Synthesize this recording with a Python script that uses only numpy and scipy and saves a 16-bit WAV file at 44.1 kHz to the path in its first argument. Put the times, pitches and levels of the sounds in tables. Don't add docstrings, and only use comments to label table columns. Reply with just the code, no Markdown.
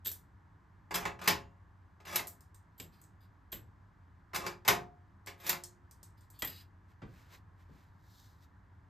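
import sys
import numpy as np
from scipy import signal
from scipy.fft import rfft, irfft
from scipy.io import wavfile
from scipy.ndimage import uniform_filter1d

SR = 44100
rng = np.random.default_rng(int(sys.argv[2]) if len(sys.argv) > 2 else 0)


def transcribe(signal):
    frames = np.atleast_2d(signal).T
    limited = np.clip(frames, -1, 1)
    pcm = np.round(limited * 32767).astype(np.int16)
    wavfile.write(sys.argv[1], SR, pcm)


N = 392049


# (finger lands [s], catches [s], knocks half way [s], is pushed on [s], hits stop [s],
# first-half force [dB], second-half force [dB], knock brightness [dB], rebound from the stop [dB])
PRESSES = [(.908, .941, 1.053, 1.214, 1.275, 1.5, 0, -10, -6),
           (4.333, 4.345, 4.464, 4.649, 4.678, -1.5, -.5, -3, 1.5)]
# (comes free [s], slides [s], snaps home [s], freeing force [dB], swell [dB], force [dB])
RELEASES = [(2.051, 2.069, 2.158, -49, 13, -.5), (5.27, 5.375, 5.493, -41, 26, 0.5)]
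# (time [s], level [dB], brightness [dB])
RATTLES = [(1.19, -55, -11), (1.238, -50, 6), (2.001, -63, -10), (2.069, -47, -2), (5.465, -35, 8)]
def dispenser():
    sounds = [blow(s, 0, db, bright_db, crack_db=-3) for s, db, bright_db in RATTLES]
    for down, up in zip(PRESSES, RELEASES):
        sounds += press(*down) + release(*up)
    out = np.zeros((2, N))
    for s, sound in sounds:
        add(out, s, sound)
    return out


# (level [dB], brightness [dB], crack [dB])
TOUCH, CATCH, PUSH, STOP = (-44, -9.5, -3), (-31, 1.7, -7), (-46, -6, -2), (-19.8, 1.5, 0)
# (delay [s], level [dB], brightness [dB], crack [dB])
CATCH_BOUNCE, STOP_BOUNCE = (.0145, -34, 3, 8), (.0075, -23.5, -1.5, 3)
# (final level [dB], brightness [dB], swell [dB])
SCRAPE_TO_KNOCK, SCRAPE_TO_STOP = (-49.5, -10, 3), (-46.5, -6, 2)
def press(touch, catch, knock, push, stop, first_db, second_db, knock_bright_db, rebound_db):
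    return [blow(touch, first_db, *TOUCH),
            *clack(catch, first_db, CATCH, CATCH_BOUNCE),
            scrape(catch, knock, 0, *SCRAPE_TO_KNOCK),
            blow(knock, 0, db=-36.5, bright_db=knock_bright_db, crack_db=5),
            blow(push, 0, *PUSH),
            scrape(push, stop, second_db, *SCRAPE_TO_STOP),
            *clack(stop, second_db, STOP, STOP_BOUNCE, rebound_db)]


# (level [dB], brightness [dB], crack [dB])
FREE, SNAP = (-1, -2.5, -5), (-28, 9, 7)
SNAP_BOUNCE = (.035, -41.5, -5, 7)  # (delay [s], level [dB], brightness [dB], crack [dB])
def release(free, slide, home, free_db, swell_db, force_db):
    return [blow(free, free_db, *FREE),
            scrape(slide, home, force_db, db=-37.5, bright_db=-2, swell_db=swell_db),
            *clack(home, force_db, SNAP, SNAP_BOUNCE)]


def clack(s, force_db, contact, bounce, rebound_db=0):
    delay, *second_contact = bounce
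    return [blow(s, force_db, *contact), blow(s + delay, force_db + rebound_db, *second_contact)]


def blow(s, force_db, db, bright_db, crack_db):
    response = case_ring(bright_db, dense_db=-1.11, t60_scale=.96)
    return s, amp(force_db + db) * strike(response, crack_db, crack_s=.0031, rise_s=.0012)


def scrape(s, end, force_db, db, bright_db, swell_db):
    response = case_ring(bright_db, dense_db=-1.5, t60_scale=.9)
    return s, amp(force_db) * rub(response, end - s, db - swell_db, db, slips_per_s=600, spread_db=5)


# (frequency [Hz], level [dB])
CASE_SPECTRUM = [(100, -7.5), (180, -2.5), (270, -10), (400, -3.5), (560, -7.5), (900, -2.5), (1500, -1.5),
                 (2300, -2), (3100, -6), (5000, -6), (9000, -10.5), (13000, -7.5), (15000, -13),
                 (16200, -33)]
# (frequency [Hz], level [dB], T60 [s])
CASE_MODES = [(177, -19, 0.23), (355, -21, .42), (411, -20.5, .38), (553, -23.5, 0.38), (696, -22, .42),
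              (778, -23, 0.23), (861, -17, .32), (1035, -17.5, .26), (1102, -19, 0.29), (1231, -18.5, 0.27),
              (1470, -19, 0.19), (1657, -19, .26), (2066, -17.5, 0.16), (2300, -17, .19),
              (2655, -19.5, 0.21), (3924, -23, .18)]
# (frequency [Hz], gain per unit of brightness [dB/dB])
HARDNESS_TILT = [(300, -1), (950, -0.91), (2200, -0.51), (3800, 0), (8000, 0.19), (12000, 0.84)]
def case_ring(bright_db, dense_db, t60_scale):
    tint = [(hz, slope * bright_db) for hz, slope in HARDNESS_TILT]
    return ring(CASE_SPECTRUM, tint, CASE_MODES, dense_db, t60_scale)


# (time [s], frequency [Hz], level [dB], T60 [s])
PINGS = [(1.275, 6800, -60.5, 0.41), (1.275, 2767, -55, 0.43), (4.44, 1090, -43, .16),
         (4.68, 690, -37.5, 0.4), (4.68, 716, -37, .55), (5.49, 355.3, -52.5, .8), (6.421, 3230, -42, .16),
         (5.638, 5440, -50.5, 0.087)]
def pings():
    out = np.zeros((2, N))
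    for s, hz, db, t60 in PINGS:
        add(out, s, amp(db) * mode(hz, t60, SR))
    return out


# (landing time [s], level [dB], body [dB], table knock [dB], edge lead [s],
# edge level [dB], bounce interval [s], first bounce level [dB])
LANDINGS = [(.058, -38, -12, -52, .011, -42, .0105, -38.5),
            (2.799, -43.5, -10.5, -48.5, .021, -59, .02, -63), (3.526, -46, 7, -45, .008, -42, .014, -54),
            (6.421, -35.5, 5, -50, .031, -50, 0.026, -42)]
def laid_coins(bounces=3, loss_db=7):
    out = np.zeros((2, N))
    for s, db, body_db, knock_db, lead, edge_db, gap, bounce_db in LANDINGS:
        add(out, s - lead, clink(edge_db, body_db=-22, treble_db=4, crack_db=-12))
        add(out, s, clink(db, body_db, treble_db=-6, crack_db=9.5))
        add(out, s, table_knock(knock_db, bright_db=-2.5))
        for k in range(bounces):
            bounce = clink(bounce_db - k * loss_db, body_db - 9, treble_db=7, crack_db=7.5)
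            add(out, s + (k + 1) * gap, bounce)
    return out


# (frequency [Hz], level [dB])
COIN_SPECTRUM = [(150, -9), (400, -12.5), (1000, -14), (1600, -6.5), (2500, -9.5), (3400, -5.5),
                 (5000, -14), (6500, -15), (7700, -5.5), (9300, -18), (11500, -15), (12900, 0.5),
                 (14200, -14), (16200, -46.5)]
# (frequency [Hz], level [dB], T60 [s])
COIN_MODES = [(3250, -17.5, .12), (7730, -20.5, 0.26), (7630, -18.5, 0.21), (7865, -23, 0.15),
              (13200, -9, .1), (12750, -13, 0.17), (12900, -11.5, 0.16)]
def clink(db, body_db, treble_db, crack_db):
    pitch = 1 + .008 * rng.standard_normal()
    modes = [(hz * pitch, level, t60) for hz, level, t60 in COIN_MODES]
    response = ring(COIN_SPECTRUM, coin_tint(body_db, treble_db), modes, dense_db=-1.5, t60_scale=.93)
    return amp(db) * strike(response, crack_db, crack_s=.0031, rise_s=.0012)


def coin_tint(body_db, treble_db):
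    return [(950, body_db), (2200, body_db / 2), (3800, 0), (8000, 0), (12000, treble_db)]


# (time [s], level [dB], treble [dB])
TICKS = [(.116, -49, 14), (2.271, -51, 11.5), (2.277, -54.5, 14), (2.407, -66, 6.5), (2.545, -63, 5),
         (3.015, -66.5, 10), (3.039, -66.5, 0), (5.262, -58, 6), (5.637, -46.5, 1), (5.911, -60.5, 3.5),
         (6.03, -56.5, 3.5), (6.209, -71.5, 2), (6.302, -63.5, 9.5)]
# (frequency [Hz], level [dB])
TICK_SPECTRUM = [(300, -20.5), (1500, -14), (3000, -16), (5000, -8), (6200, -5.5), (8500, 1),
                 (11500, -12.5), (14000, -8), (16200, -28)]
def coin_ticks():
    out = np.zeros((2, N))
    for s, db, treble_db in TICKS:
        response = ring(TICK_SPECTRUM, coin_tint(-3.5, treble_db), t60_scale=1.07)
        add(out, s, amp(db) * strike(response, crack_db=7, crack_s=.0016, rise_s=.00016))
    return out


# (start [s], end [s], starting level [dB])
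SLIDES = [(2.919, 3.0, -70), (3.206, 3.25, -71.5), (6.17, 6.25, -73), (6.33, 6.4, -68),
          (6.47, 6.614, -51.5)]
# (frequency [Hz], level [dB])
SLIDE_SPECTRUM = [(700, -27), (1700, -3), (2600, -2.5), (4800, 3), (6300, -9), (8500, -3.5), (11500, -6.5),
                  (13700, 3), (15500, -21)]
def coin_slides(fade_db_per_s=60):
    out = np.zeros((2, N))
    for s, end, db in SLIDES:
        response = ring(SLIDE_SPECTRUM, coin_tint(0, 0), t60_scale=.73)
        end_db = db - fade_db_per_s * (end - s)
        add(out, s, rub(response, end - s, db, end_db, slips_per_s=1200, spread_db=4))
    return out


# (frequency [Hz], level [dB])
TABLE_SPECTRUM = [(40, -13), (90, 4.5), (200, -5), (400, -5), (800, -15.5), (2000, -17), (12000, -53.5)]
def table_knock(db, bright_db):
    return amp(db) * strike(ring(TABLE_SPECTRUM, [(200, 0), (1500, bright_db)]), crack_db=-7)


# (centre [s], half length [s], level [dB], power share of thin hiss [0-1])
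BRUSHES = [(6.912, .025, -72.5, .1), (7.19, 0.098, -67, .2), (7.343, .03, -57.5, 0.23),
           (7.611, .03, -72, 0.07), (7.787, 0.078, -70.5, .2), (8.199, .125, -67, 0.98),
           (8.435, 0.02, -70.5, 0.77)]
# (frequency [Hz], level [dB])
CLOTH_SPECTRUM = [(150, -2.5), (2000, 4), (4500, -10), (13000, -15), (16000, -18)]
HISS_SPECTRUM = [(2200, -20), (3800, 3), (7500, -5), (10000, -9), (13000, -4.5), (16000, -10.5)]
# (time [s], level [dB], brightness [dB])
ARM_KNOCKS = [(7.018, -43.5, -2), (7.69, -49.5, -17.5)]
def arm(fall_db=8.5, roundness=1.55):
    t = np.arange(N) / SR
    cloth, hiss, out = noise(CLOTH_SPECTRUM, N), noise(HISS_SPECTRUM, N), np.zeros((2, N))
    for s, half, db, thin in BRUSHES:
        swell = amp(db - fall_db * abs((t - s) / half) ** roundness)
        out += swell * (np.sqrt(1 - thin) * cloth + np.sqrt(thin) * hiss)
    out *= amp(1.3 * unit(uniform_filter1d(rng.standard_normal(N), size=200)))
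    for s, db, bright_db in ARM_KNOCKS:
        add(out, s, table_knock(db, bright_db))
    return out


# (frequency [Hz], level [dB])
AIR_SPECTRUM = [(15, -43.5), (25, -13), (92, -7.5), (105, -5), (123, -17.5), (190, -15), (229, -27.5),
                (270, -21), (516, -35.5), (988, -25), (1370, -30), (1700, -29.5), (2550, -47),
                (12200, -62.5), (16000, -71)]
def room_air(air_db=-60.8, hum_hz=91, hum_db=-64, width_hz=9):
    drone = [(hum_hz - 3 * width_hz, -70), (hum_hz - width_hz, -12), (hum_hz, 0),
             (hum_hz + width_hz, -12), (hum_hz + 4 * width_hz, -70)]
    return amp(air_db) * noise(AIR_SPECTRUM, N) + amp(hum_db) * noise(drone, N)


# (frequency [Hz], T60 [s])
RING_T60 = [(100, 0.7), (400, 0.34), (1000, 0.31), (2700, .23), (7000, 0.2), (14000, 0.16)]
def ring(spectrum, tint, modes=(), dense_db=0, t60_scale=1, uneven_db=3.3):
    hz, s, white = signal.stft(rng.standard_normal((2, SR * 2 // 3)), SR, nperseg=512)
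    favour = unit(uniform_filter1d(rng.standard_normal(len(hz)), 2)) * np.minimum(hz / 500, 1)
    colour = unit(amp(read(spectrum, hz) + uneven_db * favour)) * amp(read(tint, hz) + dense_db)
    dense_t60 = t60_scale * read(RING_T60, hz)
    fade = amp(-60 * s / dense_t60[:, None])
    out = signal.istft(white * colour[:, None] * fade, SR, nperseg=512)[1]
    for f, db, t60 in modes:
        out += amp(db + read(tint, f) + 2 * rng.standard_normal()) * mode(f, t60, out.shape[1])
    return out


def mode(hz, t60, size):
    t = np.arange(size) / SR
    phase = rng.uniform(0, 2 * np.pi) + np.array([[0], [rng.choice([-1, 1]) * np.pi / 2]])
    return np.sqrt(2) * np.exp(-np.log(1000) * t / t60) * np.sin(2 * np.pi * hz * t + phase)


def strike(response, crack_db, crack_s=.0025, rise_s=.00054):
    t = np.arange(response.shape[1]) / SR
    bass = signal.sosfiltfilt(signal.butter(2, 600, fs=SR, output="sos"), response)
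    crack = np.sqrt(1 + amp(crack_db) ** 2 * np.exp(-t / crack_s))
    rise = 1 - np.exp(-t / (rise_s * (1 + amp(-crack_db)) / 2))
    return (response - bass) * crack * rise + bass * (1 - np.exp(-t / .0044))


def rub(response, seconds, start_db, end_db, slips_per_s, spread_db):
    size = max(int(seconds * SR), 64)
    slips = (rng.random(size) < slips_per_s / SR) * rng.choice([-1, 1], size)
    strength = amp(spread_db * rng.standard_normal(size))
    force = unit(slips * strength) * amp(np.linspace(start_db, end_db, size))
    ring_samples = SR * read(RING_T60, 5000) / np.log(1e6)
    return signal.fftconvolve(force[None], response, axes=1) / np.sqrt(ring_samples)


def noise(spectrum, size):
    white = rng.standard_normal((2, size))
    colour = amp(read(spectrum, np.fft.rfftfreq(size, 1 / SR)))
    return unit(irfft(rfft(white) * colour, size))


def amp(db):
    return 10 ** (np.asarray(db) / 20)


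def unit(x):
    return x / np.sqrt(np.mean(x ** 2) + 1e-20)


def read(points, hz):
    f, value = np.transpose(points)
    return np.interp(np.log(hz + 1), np.log(f), value)


def add(mix, s, sound):
    part = mix[:, max(round(s * SR), 0):][:, :sound.shape[1]]
    part += sound[:, :part.shape[1]]


# (frequency [Hz], coherence [0-1])
PORT_COHERENCE = [(100, .97), (300, .8), (500, .62), (750, .45), (1000, .72), (1400, .35), (1700, .5),
                  (2100, .96), (4800, .99), (5600, .88), (6600, .98), (8500, .84), (12800, .97),
                  (15000, .85)]
# (frequency [Hz], lead of the left port [rad])
PORT_LEAD = [(1000, 0), (1550, -1), (1900, 0), (3200, .35), (5000, 0), (5600, -.9), (6500, 0), (7400, -.3),
             (8500, -1.5), (9900, -3.14), (11000, -4.2), (12400, -6.1), (13300, -6.5), (15500, -9.1)]
def scene():
    mid, side = rfft(dispenser() + laid_coins() + coin_ticks() + coin_slides() + pings() + arm()
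                     + room_air())
    hz = np.fft.rfftfreq(N, 1 / SR)
    coherence = read(PORT_COHERENCE, hz)
    mid *= np.sqrt((1 + coherence) / 2)
    side *= np.sqrt((1 - coherence) / 2)
    half_lead = np.exp(.5j * read(PORT_LEAD, hz))
    return irfft(np.array([(mid + side) * half_lead, (mid - side) / half_lead]), N)


LOW_CUT_HZ, BAND_LIMIT_HZ = 42, 15700
def record(dry):
    lean = signal.sosfilt(signal.butter(3, LOW_CUT_HZ, "highpass", fs=SR, output="sos"), dry)
    low_pass = signal.firwin(255, BAND_LIMIT_HZ, window=("kaiser", 9), fs=SR)
    return signal.oaconvolve(lean, low_pass[None], "same")


dry = scene()
out = record(dry)
transcribe(out)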